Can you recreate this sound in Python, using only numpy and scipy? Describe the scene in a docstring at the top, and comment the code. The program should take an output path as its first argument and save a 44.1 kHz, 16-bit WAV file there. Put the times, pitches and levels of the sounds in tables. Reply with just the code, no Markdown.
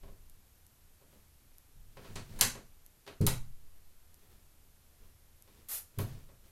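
"""The brass knob and latch of a wooden door, worked by a small child in a carpeted bedroom.
The knob rattles and snaps back, the door is pushed against its frame and the latch clicks home:
each impact excites damped modes of brass and wood, and the room adds a short reverberation.
Then the door is pulled open with a brief hiss of friction and bumps to a stop.
Beneath it lie the rumble of stirred air, a low house drone, steady hiss and faint camera ticks."""
import sys
import numpy as np
from scipy import signal
from scipy.fft import rfft, irfft
from scipy.io import wavfile

SR = 44100
rng = np.random.default_rng(int(sys.argv[2]) if len(sys.argv) > 2 else 0)


def wav_record(signal):
    """Record a signal, one row per channel, as 16-bit PCM in the file named by sys.argv[1]."""
    frames = np.transpose(np.atleast_2d(signal))
    bounded = np.clip(frames, -1, 1)
    # unit amplitude maps onto the largest positive 16-bit level
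    quanta = np.round(bounded * 32767).astype(np.int16)
    wavfile.write(sys.argv[1], SR, quanta)


N = 287091
TIME = np.arange(N) / SR

# reverberation time of the bedroom: f/Hz, T60/s
ROOM_DECAY = [(100, 0.5), (400, 0.23), (1200, 0.32), (3000, 0.2551), (7000, 0.3139), (14000, 0.19)]
# gain of the reverberant field: f/Hz, level/dB
ROOM_GAIN = [(100, 5), (1000, -1.5), (3000, -3), (7000, -4), (11500, 0), (14000, -8.5)]
# spectrum of the microphone hiss: f/Hz, relative level/dB
HISS_SPECTRUM = [(40, -4), (90, -6), (160, -12.5), (300, -17.5), (700, -21.5), (2000, -25), (5000, -27),
                 (9500, -25.5), (12200, -21.5), (14000, -24.5)]
# dry ticks inside the camera: t/s, relative level/dB
CAMERA_TICKS = [(0.298, -24.5), (.6663, -27.5), (1.5831, -23), (2.8633, -22.5), (4.1432, -24.5),
                (5.4235, -23)]
# spectrum of a tick: f/Hz, level/dB
TICK_SPECTRUM = [(1500, -32), (4000, -15), (6500, -9.5), (9500, -9), (11000, -2.5), (12400, 2),
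                 (13800, -47)]
# air pushed at the microphone by door and child: t/s, level/dB
AIR_PUFFS = [(0.0, -46.5), (1.74, -47), (2.08, -48), (2.33, -44), (3.2, -38), (4.24, -57), (4.97, -58),
             (5.99, -48.5)]
# spectrum of the stirred air: f/Hz, relative level/dB
AIR_SPECTRUM = [(6, -6.5), (16, 6.5), (30, -4), (50, -13.5), (90, -14.5), (200, -46.5), (800, -69)]
# feet and clothes brushing: centre t/s, duration/s, level/dB
BRUSHES = [(0.107, 0.46, -76), (1.155, 0.14, -66), (2.08, 0.23, -57.5), (2.373, 0.23, -55),
           (4.212, 0.095, -68.5), (4.326, 0.15, -67.5), (5.045, 0.12, -66), (5.58, 0.19, -65),
           (6.096, 0.25, -56.5), (6.467, 0.083, -65)]
# spectrum of that brushing: f/Hz, relative level/dB
BRUSH_SPECTRUM = [(60, 11), (180, 4), (450, 0.5), (800, -7), (1200, -8.5), (4000, -11.5), (13000, -19)]
# spectrum of a hand sliding over the door: f/Hz, relative level/dB
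SLIDE_SPECTRUM = [(150, -33), (500, -12.5), (1400, -10.5), (3000, -11), (6000, -7), (9000, -4), (11500, 2),
                  (13500, 2.5), (15000, -7), (16000, -40)]
# knocks of hand and knob on the wood: t/s, relative level/dB, low-pass f/Hz, chatter decay/s
PANEL_KNOCKS = [(0.033, -6, 380, 0.0041), (0.076, -9.5, 350, 0.013), (1.011, -17.5, 520, 0.0065),
                (1.126, -18.5, 520, 0.0095), (1.969, -6.5, 1140, 0.0057), (2.043, -10.5, 2200, .015),
                (2.085, -18, 1400, 0.016), (2.158, -5.5, 5600, 0.0067), (2.548, -6, 1540, .01),
                (3.064, -13.5, 4030, 0.0058), (3.075, -5.5, 2700, 0.0052), (3.274, 2.5, 2300, 0.0045),
                (5.476, -23, 3010, .004), (5.988, 4, 1007, 0.0055), (6.287, -18, 900, 0.01)]
# response of the wooden panel: f/Hz, level/dB
PANEL_SPECTRUM = [(50, -20), (130, 2.5), (240, -7), (380, -2.5), (520, -5.5), (730, -5), (1020, -3.5),
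                  (1450, -5.5), (2200, -4.5), (3400, -4.5), (4400, -4), (5500, -7.5), (7500, -11),
                  (10000, -10)]
# blows that shake the whole door: t/s, impulse level/dB, contact time/s
DOOR_BLOWS = [(1.75, -31, 0.006), (2.092, -21.5, 0.0045), (2.156, -19.5, 0.0035), (2.293, -22, 0.0033),
              (2.34, -24, 0.002), (2.413, -16, 0.0011), (3.2042, 2.5, 0.0021), (3.261, -12.5, 0.0027),
              (5.974, -11, 0.0025), (5.981, -4, 0.0058), (6.112, -18, 0.0056), (6.222, -31.5, 0.0036)]
# modes of the door leaf in the room: f/Hz, level/dB, T60/s
LEAF_MODES = [(50.5, -38, .5), (86.4, -38.5, 0.1), (98.8, -23.5, .26), (110, -32.5, 0.18),
              (127.2, -30.5, 0.59), (161.8, -30, 0.39), (188.5, -34, 0.33), (223, -30.5, 0.23),
              (237.9, -38, 0.37), (323.6, -45, .3), (404.4, -28.5, .2), (399.9, -33, 0.21),
              (424.7, -43.5, .27), (519, -39.5, 0.33)]
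# spectrum that a blow radiates into the room: f/Hz, level/dB
BLOW_SPECTRUM = [(30, 4), (100, 17.5), (220, 15.5), (400, 17.5), (560, 7.5), (700, 3), (1500, -1),
                 (6000, -14.5)]
# modes of the wood and strike plate around the lock: f/Hz, bandwidth/Hz, level/dB
LOCK_MODES = [(230.2, 22, 12), (500, 130, -2.5), (984, 200, 7), (1392, 710, 0.5), (2000, 930, -3),
              (4400, 300, 0)]
# modes of the brass latch and knob: f/Hz, bandwidth/Hz, level/dB
BRASS_MODES = [(2600, 300, -15.5), (3910, 330, -1), (6260, 120, 5.5), (6694, 230, 2), (7400, 90, -4.5),
               (8830, 180, 3.5), (9326, 88.1, 4.5), (10810, 200, 2), (11710, 260, 4.5), (12350, 100, 5)]
# knob and latch contacts:
# t/s, relative level/dB, wood gain/dB, top treble gain/dB, chatter decay/s, brass ring gain/dB
LATCH_CONTACTS = [(2.155, -17.5, 6, -19, 0.0061, -11), (2.388, -26, 17, 3.5, .006, 8.5),
                  (2.398, -34, 13, 1.5, 0.0073, 0), (2.4103, 9, -4.5, -2, 0.002, -1),
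                  (2.4151, -8, -1.5, -7, 0.0019, 4), (3.211, -19.5, 8, 2, 0.0046, -13),
                  (3.266, 0, 0.5, 3, 0.0022, -4), (3.2711, -8.5, 1.5, 10.5, 0.0021, -2.5),
                  (5.9853, -19, 3, 13, 0.005, -10), (5.999, -21.5, -11, 11.5, 0.022, -4)]


def from_db(db):
    """Amplitude ratio: a factor of ten for every 20 dB."""
    return 10 ** (np.asarray(db) / 20)


def unit_rms(x):
    """Normalisation to unit mean power."""
    return x / np.sqrt(np.mean(x ** 2) + 1e-20)


def at_hz(points, hz):
    """Interpolation of a table on a logarithmic frequency axis."""
    f, value = np.transpose(points)
    return np.interp(np.log(np.maximum(hz, 1)), np.log(f), value)


def onset(s, attack_s):
    """Linear attack from zero to one, starting at time s."""
    return np.clip((TIME - s) / attack_s, 0, 1)


def swell(s, length_s):
    """Gaussian envelope centred on time s."""
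    return np.exp(-(2 * (TIME - s) / length_s) ** 2)


def add(track, s, sound):
    """Superposition of a sound on a track at time s."""
    start = int(s * SR)
    track[start:start + len(sound)] += sound[:N - start]


def convolve(x, response):
    """A linear system convolves its input with its impulse response."""
    return signal.fftconvolve(x, response)[:len(x)]


def coloured(x, spectrum, size=8192):
    """Minimum-phase filtering: folding the cepstrum makes the given spectrum causal."""
    gain = from_db(at_hz(spectrum, np.fft.rfftfreq(size, 1 / SR)))
    cepstrum = irfft(np.log(gain))
    cepstrum[1:size // 2] *= 2
    cepstrum[size // 2 + 1:] = 0
    return convolve(x, irfft(np.exp(rfft(cepstrum))))


def resonance(x, hz, width_hz):
    """A damped two-pole resonator with unit peak gain."""
    radius = np.exp(-np.pi * width_hz / SR)
    numerator = np.array([1, 0, -1]) * (1 - radius ** 2) / 2
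    denominator = [1, -2 * radius * np.cos(2 * np.pi * hz / SR), radius ** 2]
    return signal.lfilter(numerator, denominator, x + 1e-18)


def ring(contact, modes, uneven_db):
    """Modal superposition: each contact excites the modes with random strengths of its own."""
    return sum(from_db(db + uneven_db * rng.standard_normal()) * resonance(contact, hz, width)
               for hz, width, db in modes)


def chatter(decay_s, size=4096):
    """Contact chatter: tiny impacts merge into a decaying broadband burst of unit energy."""
    t = TIME[:size]
    envelope = (1 - np.exp(-4 * t / decay_s)) * np.exp(-t / decay_s)
    spectrum = rfft(rng.standard_normal(size) * envelope)
    whitened = irfft(spectrum / np.abs(spectrum))
    burst = whitened * np.sqrt(envelope)
    return burst / np.linalg.norm(burst)


def friction(spectrum, grain_db):
    """Friction noise: dense slips whose sizes scatter by grain_db."""
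    slips = rng.standard_normal(N) * from_db(grain_db * rng.standard_normal(N))
    return unit_rms(coloured(slips, spectrum))


def bedroom(x, first_echo_s=0.00035, build_s=0.0041):
    """Diffuse reverberation: reflections build up, then decay exponentially at each band's own rate."""
    t, response = TIME[:SR], 0
    build_up = onset(first_echo_s, build_s)[:SR]
    edges = np.geomspace(40, 18000, 16)
    for low, high in zip(edges, edges[1:]):
        hz = np.sqrt(low * high)
        bandpass = signal.butter(2, (low, high), "band", fs=SR, output="sos")
        noise = signal.sosfilt(bandpass, rng.standard_normal(SR))
        tail = noise * build_up * from_db(-60 * t / at_hz(ROOM_DECAY, hz))
        gain = np.sqrt(2 * (high - low) / SR) * from_db(at_hz(ROOM_GAIN, hz))
        response = response + gain * tail / np.linalg.norm(tail)
    return convolve(x, response)


def background(hiss_db=-66, hiss_cutoff_hz=14100, drone_db=-71):
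    """Stationary noise: broadband microphone hiss and a narrowband drone in the house."""
    hiss = coloured(rng.standard_normal(N), HISS_SPECTRUM)
    hiss = signal.sosfilt(signal.ellip(8, .5, 60, hiss_cutoff_hz, fs=SR, output="sos"), hiss)
    drone = resonance(rng.standard_normal(N), hz=76, width_hz=9)
    return from_db(hiss_db) * unit_rms(hiss) + from_db(drone_db) * unit_rms(drone)


def camera_ticks(decay_s=0.00024):
    """Direct sound only: tiny clicks right at the microphone carry no reverberation."""
    clicks = np.zeros(N)
    for s, db in CAMERA_TICKS:
        add(clicks, s, from_db(db) * chatter(decay_s))
    return coloured(clicks, TICK_SPECTRUM)


def buffeting(attack_s=0.036, fall_after_s=0.096, fall_db_per_s=47.5, still_air_db=-64.5):
    """Incoherent sources add in power: each puff of air rises, holds and dies into a low rumble."""
    power = from_db(still_air_db) ** 2
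    for s, db in AIR_PUFFS:
        fallen_db = fall_db_per_s * np.maximum(TIME - s - fall_after_s, 0)
        power = power + (onset(s, attack_s) * from_db(db - fallen_db)) ** 2
    return np.sqrt(power) * unit_rms(coloured(rng.standard_normal(N), AIR_SPECTRUM))


def air_sway(s=3.24, hz=4.32, t60=2.03, db=-31):
    """Damped infrasonic oscillation of the closed room's air as the door meets its frame."""
    t = np.maximum(TIME - s, 0)
    return -from_db(db - 60 * t / t60) * np.sin(2 * np.pi * hz * t)


def rubbing(slide_db=-38, room_db=-5):
    """Sliding friction grows with speed: a hand hisses over the door, feet and clothes brush dully."""
    # the hand catches abruptly, speeds up and slows to rest
    speed = onset(s=5.685, attack_s=0.002) * swell(s=5.738, length_s=0.11)
    slide = from_db(slide_db) * speed * friction(SLIDE_SPECTRUM, grain_db=3.5)
    strokes = sum(from_db(db) * swell(s, length_s) for s, length_s, db in BRUSHES)
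    rubs = slide + strokes * friction(BRUSH_SPECTRUM, grain_db=6.5)
    return rubs + from_db(room_db) * bedroom(rubs)


def panel_knocks(direct_db=-5, hollow_db=-2):
    """Soft contacts low-pass the force on a resonant hollow panel, heard mostly by reflection."""
    force = np.zeros(N)
    for s, db, cutoff_hz, decay_s in PANEL_KNOCKS:
        lowpass = signal.butter(1, cutoff_hz, fs=SR)
        add(force, s, from_db(db) * signal.lfilter(*lowpass, chatter(decay_s)))
    hollow = from_db(hollow_db) * resonance(force, hz=450, width_hz=190)
    taps = coloured(force, PANEL_SPECTRUM) + hollow
    return from_db(direct_db) * taps + bedroom(taps)


def door_thuds():
    """Impact excitation of the door leaf: the longer the contact, the weaker the high modes."""
    force, t = np.zeros(N), TIME[:SR]
    for s, db, contact_s in DOOR_BLOWS:
        push = np.sin(np.pi * np.minimum(t / contact_s, 1)) ** 2
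        add(force, s, from_db(db) * push / push.sum())
    leaf = sum((-1) ** k * from_db(db - 60 * t / t60) * np.sin(2 * np.pi * hz * t)
               for k, (hz, db, t60) in enumerate(LEAF_MODES))
    return convolve(force, leaf) + bedroom(coloured(force, BLOW_SPECTRUM))


def knob_squeak(s=2.5, length_s=0.18, hz=2700, width_hz=420, db=-74):
    """Narrowband noise is heard as a faint, thin squeak while the knob settles."""
    rub = resonance(rng.standard_normal(N), hz, width_hz)
    narrowed = resonance(rub, hz, width_hz)
    return from_db(db) * swell(s, length_s) * unit_rms(narrowed)


def knob_and_latch(contact_db=-3, beam_hz=4500, wood_direct_db=-9):
    """Free vibration after impact: chattering brass rings briefly and the wood around the lock clacks."""
    metal, wood = np.zeros((2, N))
    for s, db, wood_db, top_db, decay_s, brass_db in LATCH_CONTACTS:
        contact = from_db(db + contact_db) * chatter(decay_s)
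        crack = coloured(contact, [(100, -5.5), (1200, -4.5), (2400, 5), (8500, 2.5),
                                   (13200, top_db), (15500, top_db - 7.5)])  # f/Hz, level/dB
        add(metal, s, crack + from_db(brass_db) * ring(crack, BRASS_MODES, uneven_db=3.5))
        add(wood, s, from_db(wood_db) * ring(contact, LOCK_MODES, uneven_db=1.5))
    # directivity: the metal's treble beams at the microphone, the wood arrives more by way of the walls
    beamed = signal.lfilter(*signal.butter(1, beam_hz, "high", fs=SR), metal)
    return beamed + from_db(wood_direct_db) * wood + bedroom(metal + wood)


def scene():
    """Superposition: the pressures of all sources add at one microphone."""
    door = knob_and_latch() + knob_squeak() + panel_knocks() + door_thuds()
    return (door + air_sway() + rubbing() + camera_ticks() + background() + buffeting())[None]


def record(dry):
    """Band limiting: a steep low-pass removes the highest treble."""
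    cutoff_hz = 15800
    return signal.sosfilt(signal.ellip(10, .2, 80, cutoff_hz, fs=SR, output="sos"), dry)


dry = scene()
out = record(dry)
wav_record(out)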